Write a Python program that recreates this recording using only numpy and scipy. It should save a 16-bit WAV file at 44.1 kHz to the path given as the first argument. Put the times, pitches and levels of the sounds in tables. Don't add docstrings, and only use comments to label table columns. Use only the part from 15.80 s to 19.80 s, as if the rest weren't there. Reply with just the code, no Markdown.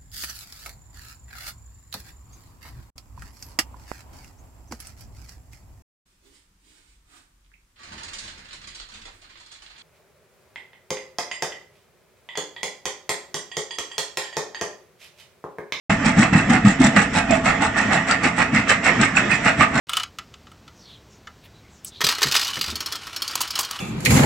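import sys
import numpy as np
from scipy import signal
from scipy.fft import rfft, irfft, next_fast_len
from scipy.io import wavfile
from scipy.ndimage import uniform_filter1d, map_coordinates

SR = 44100
rng = np.random.default_rng(int(sys.argv[2]) if len(sys.argv) > 2 else 0)


def store_pcm(level_fs):
    pcm = np.round(np.clip(level_fs, -1, 1) * 32767).astype(np.int16)
    wavfile.write(sys.argv[1], SR, np.atleast_2d(pcm).T)


N = 176400

# t/s, crunch hold/s, crunch level/dB, splinter delay/s, splinter hold/s,
# splinter level/dB, clang level/dB, rumble level/dB
STROKES = [(0.074, 0.065, -23, 0.0018, 0.058, -35, -18, -15.5),
           (0.253, 0.048, -19, 0.0024, 0.039, -27, -21, -15),
           (0.381, 0.076, -18.5, -0.00063, 0.052, -28, -21.5, -19),
           (0.544, 0.053, -18.5, -0.004, 0.059, -31, -22.5, -14.5),
           (0.704, 0.07, -18.5, -0.0027, 0.05, -27.5, -23, -15.5),
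           (0.865, 0.043, -19, 0.00032, 0.042, -28.5, -27, -18),
           (1.017, 0.049, -18.5, -0.0085, 0.06, -26.6, -17.5, -14.5),
           (1.17, 0.066, -18, -0.0059, 0.059, -29.9, -30, -18),
           (1.359, 0.028, -17, -0.017, 0.046, -28.5, -16.5, -27),
           (1.5, 0.057, -20.5, 0.036, 0.027, -33.5, -22.5, -22.5),
           (1.665, 0.044, -13.5, -0.011, 0.031, -29, -16, -21),
           (1.819, 0.039, -18, 0.0032, 0.039, -31.5, -23.5, -21.5),
           (1.972, 0.057, -18.5, 0.0034, 0.04, -31.5, -23.5, -36.5),
           (2.119, 0.056, -17, 0.0083, 0.041, -30.5, -19, -38),
           (2.291, 0.041, -16, -0.011, 0.05, -33.5, -41.5, -26),
           (2.441, 0.027, -16.9, -0.00071, 0.034, -29.5, -23, -22.5),
           (2.595, 0.028, -14.5, -0.02, 0.055, -33, -17, -20),
           (2.749, 0.04, -17.5, -0.01, 0.058, -33.5, -44, -20),
           (2.901, 0.018, -12.5, -0.0047, 0.014, -21, -49, -41),
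           (3.062, 0.031, -13.5, -0.015, 0.032, -27.5, -21.5, -26.5),
           (3.213, 0.021, -15.5, -0.0013, 0.041, -29.5, -23.5, -19.5),
           (3.37, 0.032, -19.5, -0.0066, 0.034, -32, -36.5, -23.5),
           (3.519, 0.018, -17, -0.0099, 0.048, -34, -42, -24.5),
           (3.668, 0.028, -13.5, -0.022, 0.045, -30.5, -22, -24.4),
           (3.802, 0.019, -15, -0.017, 0.052, -32, -21, -18.5),
           (3.951, 0.062, -18.5, -0.0013, 0.033, -31.5, -24, -22.5)]
TIMES, HOLD, CRUNCH_DB, CHIP_DELAY, CHIP_HOLD, CHIP_DB, CLANG_DB, RUMBLE_DB = np.transpose(STROKES)
# f/Hz, level/dB
CRUNCH_TONE = [(250, -25), (450, -8.5), (800, -2.5), (980, -11), (1230, 1.5), (1550, -3), (1900, 2),
               (2200, -1), (2400, -4.5), (2650, -2), (3000, -14), (4000, -21), (6000, -28.5), (10000, -77)]
# f/Hz, level/dB
SPLINTER_TONE = [(1500, -16), (3000, 3), (4100, 3), (4700, -2.5), (5400, 3), (5950, 1.5), (6250, -5),
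                 (6900, 1.5), (7330, 5.5), (7850, 10), (8250, -9), (8600, -0.5), (9050, -9.5), (9400, -14),
                 (10000, -65)]


def crunch(force):
    # t/s, level/dB
    brightness = [(0, 2), (.5, -4), (1.099, 1), (1.5, -2), (2, -2.5), (2.5, -0.5), (3.1, 1.5), (3.45, 4.5),
                  (3.8, -1), (4, -3)]
    cracks = grains(colour(CRUNCH_TONE), rate=1300, scatter_db=4.5, life_s=0.0027)
    grind = amp(-3) * unit(patchy(cracks, depth_db=4))
    stone = force * (grind + amp(-7.5) * ticks(colour(CRUNCH_TONE), rate=350, scatter_db=2.5))
    treble = filtered(stone, lambda hz: 1 - 1 / (1 + (hz / 1500) ** 10))
    return stone + treble * (amp(np.interp(clock(), *np.transpose(brightness))) - 1)


def jaw_ring(force):
    # f/Hz, width/Hz, level/dB
    jaw_notes = [(1178, 10, -14), (1220, 15, 6.5), (1443, 22, 5.5), (1710, 22, 4.5), (1820, 15, 10.5),
                 (1874, 16, 10), (2054, 12, 7.5), (2550, 23, 5.5)]
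    return amp(-11) * driven(force + amp(-34), jaw_notes)


def splinters():
    # f/Hz, width/Hz, level/dB
    tooth_notes = [(2970, 62, -3.5), (3256, 28, 2.5), (3720, 50, -0.5), (4070, 67, -1.5), (4780, 48, -3),
                   (5480, 46, -2), (5890, 77, 1), (6000, 77, 0), (6800, 80, -1), (7255, 47, 6.5),
                   (7340, 75, -0.5), (7840, 59, 5.5), (8670, 37, -22.5), (9040, 47, -9)]
    cracks = grains(colour(SPLINTER_TONE), rate=690, scatter_db=10, life_s=0.0021)
    chips = amp(-2.5) * unit(patchy(cracks, depth_db=7))
    teeth = amp(-7.5) * ticks(ringing(tooth_notes), rate=310, scatter_db=4)
    clicks = amp(-6.5) * ticks(colour(SPLINTER_TONE), rate=180, scatter_db=0)
    bursts = swells(TIMES + CHIP_DELAY, CHIP_HOLD, CHIP_DB, rise_s=0.0077, fall_s=0.013)
    return bursts * (chips + teeth + clicks)


def bucket():
    # f/Hz, width/Hz, level/dB
    plate_notes = [(666.3, 5.7, 6.5), (692.6, 5.6, 7), (727, 37, -5.5), (805, 62, 1), (860, 15, -2)]
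    # f/Hz, level/dB
    rumble_tone = [(20, -30.5), (40, -17), (58, -2.5), (75, -12), (100, -8), (160, 5), (220, 1.5), (290, 6),
                   (370, -18.5), (600, -23), (1500, -61)]
    push = swells(TIMES - .006, 0.56 * HOLD, CLANG_DB, rise_s=0.0069, fall_s=0.045)
    shake = swells(TIMES - .008, HOLD, RUMBLE_DB, rise_s=0.019, fall_s=0.039)
    return amp(-4.5) * driven(push, plate_notes) + amp(-3.5) * shake * rush(colour(rumble_tone))


def fractures():
    # t/s, level/dB
    snaps = [(0.258, -27), (0.532, -31), (0.851, -27), (1.041, -19), (1.163, -24.5), (1.509, -21.5),
             (1.821, -26), (1.98, -26), (2.285, -28), (2.132, -21), (2.311, -18), (2.443, -32),
             (2.748, -26), (2.904, -23), (3.044, -26), (3.214, -18.5), (3.369, -28), (3.656, -27),
             (3.806, -28)]
    # t/s, level/dB
    cracks = [(0.1, -16), (.425, -14.5), (0.53, -18), (0.85, -25.5), (1.164, -11.5), (1.822, -32.5),
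              (2.11, -22), (2.445, -16.5), (3.369, -17.5), (3.808, -13), (3.828, -14.5)]
    times, db = np.transpose(snaps)
    bright = swells(times, .001, db, rise_s=0.00049, fall_s=0.0042) * rush(colour(SPLINTER_TONE))
    times, db = np.transpose(cracks)
    heavy = swells(times, 0.0064, db, rise_s=0.00064, fall_s=0.017) * rush(colour(CRUNCH_TONE))
    return bright + heavy


def clanks():
    # t/s, level/dB, f/Hz, fade time/s
    knocks = [(.722, -24.5, 770, 0.047), (.858, -21, 1260, 0.015), (1.042, -28, 5810, .012),
              (1.043, -26.5, 7600, 0.012), (1.165, -18.5, 1950, .018), (1.506, -17, 668, 0.056),
              (1.508, -27, 7540, 0.0075), (1.822, -14.5, 880, 0.018), (2.132, -24, 790, 0.021),
              (2.311, -26.5, 4750, 0.014), (2.316, -23.5, 1880, 0.051), (2.76, -19, 2080, 0.028),
              (2.896, -27, 7410, .015), (3.361, -26.5, 7290, 0.008), (3.368, -13.5, 2600, 0.011),
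              (3.515, -16, 2570, 0.01), (3.808, -15.5, 1220, .03)]
    # pitch ratio, level/dB
    notes = [(0.921, -7), (0.966, 2.5), (0.998, 3), (1.03, -2.5), (1.109, -14), (1.659, -17)]
    out, t = np.zeros((2, N + SR)), np.arange(SR // 4) / SR
    for start, db, hz, fall in knocks:
        ring = sum(amp(level) * np.sin(2 * np.pi * (hz * ratio * t + rng.random((2, 1))))
                   for ratio, level in notes)
        shape = np.exp(-t / fall) * (1 - np.exp(-t / .001))
        out[:, round(start * SR):][:, :len(t)] += amp(db) * shape * ring
    return spread(out[:, :N])


def thuds():
    # t/s, level/dB, f/Hz
    lumps = [(.104, -15, 180), (0.268, -19.5, 223), (.38, -13.5, 181), (.399, -8.5, 213), (.43, -18, 246),
             (.535, -15, 181), (.556, -10.5, 189), (0.692, -20.5, 216), (.713, -12, 228), (0.746, -22, 248),
             (.777, -20, 248), (0.856, -10, 209), (0.874, -9.5, 202), (0.897, -20, 186), (1.01, -10.5, 257),
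             (1.049, -13, 222), (1.082, -15.5, 229), (1.166, -22.5, 215), (1.186, -17, 198),
             (1.373, -20.5, 170), (1.512, -16.5, 240), (1.585, -23, 247), (1.677, -19.5, 213),
             (2.463, -17, 256), (2.738, -19.5, 221), (2.764, -19.5, 229), (2.799, -22, 223),
             (3.205, -15, 216.5), (3.666, -20, 202), (3.798, -19, 153), (3.815, -23, 244),
             (3.968, -23, 227)]
    # pitch ratio, level/dB
    notes = [(.58, -4), (1.002, 4), (1.328, -7)]
    rise_s, fall_s = 0.012, 0.012
    out, t = np.zeros(N + SR), np.arange(-SR // 20, SR // 8) / SR
    shape = np.exp(-(np.minimum(t, 0) / rise_s) ** 2 - np.maximum(t, 0) / fall_s)
    for peak, db, hz in lumps:
        ring = sum(amp(level) * np.sin(2 * np.pi * (hz * ratio * t + rng.random()))
                   for ratio, level in notes)
        out[max(round(peak * SR) - SR // 20, 0):][:len(t)] += amp(db) * shape * ring
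    return out[:N]


def machine():
    # multiple of the shaft speed, level/dB
    hum_notes = [(2, -50), (3, -46), (4, -43), (6, -41), (7, -37), (8, -40.5), (9, -36.5), (15.25, -48)]
    # f/Hz, level/dB
    whine_notes = [(662, -43), (689, -43.5)]
    shaft_hz = 29.27 * (1 + 0.0048 * wobble(7.04))
    turns = np.cumsum(shaft_hz) / SR
    hum = sum(amp(db + 1.2 * wobble(13))
              * np.sin(2 * np.pi * (multiple * turns + rng.random()) + 0.71 * wobble(12))
              for multiple, db in hum_notes)
    whine = sum(amp(db + 1.9 * wobble(3.42)) * np.sin(2 * np.pi * hz * clock() + 0.78 * wobble(6))
                for hz, db in whine_notes)
    return np.sqrt(2) * (hum + whine)


def deep_rumble():
    # t/s, level/dB
    levels = [(0, -38), (.7, -34), (1.2, -45), (1.55, -35), (1.9, -38), (2.2, -54), (2.7, -46), (3.2, -46),
              (3.6, -48), (4, -45)]
    # f/Hz, level/dB
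    tone = [(15, -14.5), (30, -8), (58, -5.5), (80, -4), (115, -3.5), (170, -23.5), (400, -62)]
    return amp(np.interp(clock(), *np.transpose(levels))) * rush(colour(tone))


def fan_and_sand():
    # f/Hz, level/dB
    tone = [(25, -28), (60, -21), (130, -2.5), (220, -1.5), (390, -9.5), (660, -7.5), (980, -14),
            (1230, -9), (1580, -11), (1880, -3), (2600, -17), (3200, -18), (4400, -33), (5650, -24),
            (6400, -31), (7630, -22.5), (8400, -47.5), (9700, -49)]
    return amp(-28 + 2.6 * wobble(9.6)) * unit(patchy(rush(colour(tone)), depth_db=3))


def quarry_echo(x):
    t = np.arange(SR // 3) / SR
    tail = rng.standard_normal((2, len(t))) * amp(-60 * t / .22) * (t > .006)
    echo = signal.fftconvolve(x, tail / np.linalg.norm(tail[0]), axes=1)[:, :N]
    return filtered(echo, colour([(250, -33), (600, 0)]))


def amp(db):
    return 10 ** (np.asarray(db) / 20)


def unit(x):
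    return x / np.sqrt(np.mean(x ** 2) + 1e-20)


def along(points, hz):
    freqs, values = np.transpose(points)
    return np.interp(np.log(hz + 1), np.log(freqs + 1), values)


def clock():
    return np.arange(N) / SR


def wobble(rate):
    return map_coordinates(rng.standard_normal(4096), [clock() * rate], mode="wrap")


def filtered(x, response):
    size = next_fast_len(N + SR // 2)
    return irfft(rfft(x, size) * response(np.fft.rfftfreq(size, 1 / SR)), size)[..., :N]


def colour(points):
    return lambda hz: amp(along(points, hz))


def ringing(notes):
    return lambda hz: sum(amp(db) * 1j * hz * width / (pitch ** 2 - hz ** 2 + 1j * hz * width)
                          for pitch, width, db in notes)


def spread(pair):
    # f/Hz, likeness (1 = the same)
    likeness = [(200, 1), (320, 0.91), (570, 0.17), (990, 1), (1740, 0.9), (3000, 0.17), (5300, 0.27),
                (9000, 0.12)]
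    turn = lambda hz: np.arccos(np.clip(along(likeness, hz), -1, 1)) / 2
    mid, side = filtered(pair, lambda hz: np.array([np.cos(turn(hz)), np.sin(turn(hz))]))
    return np.array([mid + side, mid - side])


def rush(response):
    return unit(spread(filtered(rng.standard_normal((2, N)), response)))


def random_hits(rate, scatter_db):
    return (rng.random(N) < rate / SR) * amp(scatter_db * np.clip(rng.standard_normal(N), -2, 2))


def grains(response, rate, scatter_db, life_s):
    power = signal.lfilter([1], [1, -np.exp(-1 / (life_s * SR))], random_hits(rate, scatter_db) ** 2)
    return unit(spread(filtered(np.sqrt(power) * rng.standard_normal((2, N)), response)))


def ticks(response, rate, scatter_db):
    taps = random_hits(rate, scatter_db) * rng.choice([-1, 1], (2, N))
    return unit(spread(filtered(taps, response)))


def swells(times, holds, levels, rise_s, fall_s):
    t = clock()[::8]
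    age = t - np.asarray(times)[:, None]
    past_hold = np.maximum(age - np.reshape(holds, (-1, 1)), 0)
    shape = np.exp(np.minimum(age, 0) / rise_s - past_hold / fall_s)
    return np.interp(clock(), t, np.linalg.norm(amp(levels)[:, None] * shape, axis=0))


def patchy(x, depth_db):
    spectrum = signal.stft(x, nperseg=1024)[2]
    patches = uniform_filter1d(rng.standard_normal(spectrum.shape[1:]), size=3, axis=0)
    patches = uniform_filter1d(patches, size=8, axis=1)
    return signal.istft(spectrum * amp(depth_db * unit(patches)), nperseg=1024)[1][:, :N]


def driven(force, notes):
    steel = ringing(notes)
    gain = np.sqrt(np.mean(np.abs(steel(np.arange(SR // 2))) ** 2))
    return spread(filtered(force * rng.standard_normal((2, N)), steel)) / gain


def scene():
    # f/Hz, left minus right level/dB
    balance = [(600, -7.5), (940, -6.5), (1350, 1), (1850, -8.5), (2400, -6), (3200, 0), (4500, -1),
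               (5900, 3.5), (7500, 7.5), (9300, -4.5)]
    force = swells(TIMES, HOLD, CRUNCH_DB, rise_s=0.016, fall_s=0.028)
    rock = crunch(force) + jaw_ring(force) + splinters() + bucket() + fractures() + clanks()
    mix = rock + amp(-7.5) * quarry_echo(rock) + thuds() + machine() + deep_rumble() + fan_and_sand()
    lean = lambda hz: amp(np.array([[1], [-1]]) * along([(430, 0)] + balance, hz) / 2)
    return filtered(mix, lambda hz: lean(hz) / np.sqrt(np.mean(lean(hz) ** 2, axis=0)))


def record(dry):
    start_s, sway_db, top_hz = .095, 0.82, 9650
    x = dry * np.clip((clock() - start_s) / .004, 0, 1)
    x = x * amp(sway_db / 2 * wobble(15) * np.array([[1], [-1]]))
    x = x / (1 + np.abs(x) ** 8) ** (1 / 8)
    return filtered(x, lambda hz: 1 / np.sqrt(1 + (hz / top_hz) ** 100))


dry = scene()
out = record(dry)
store_pcm(out)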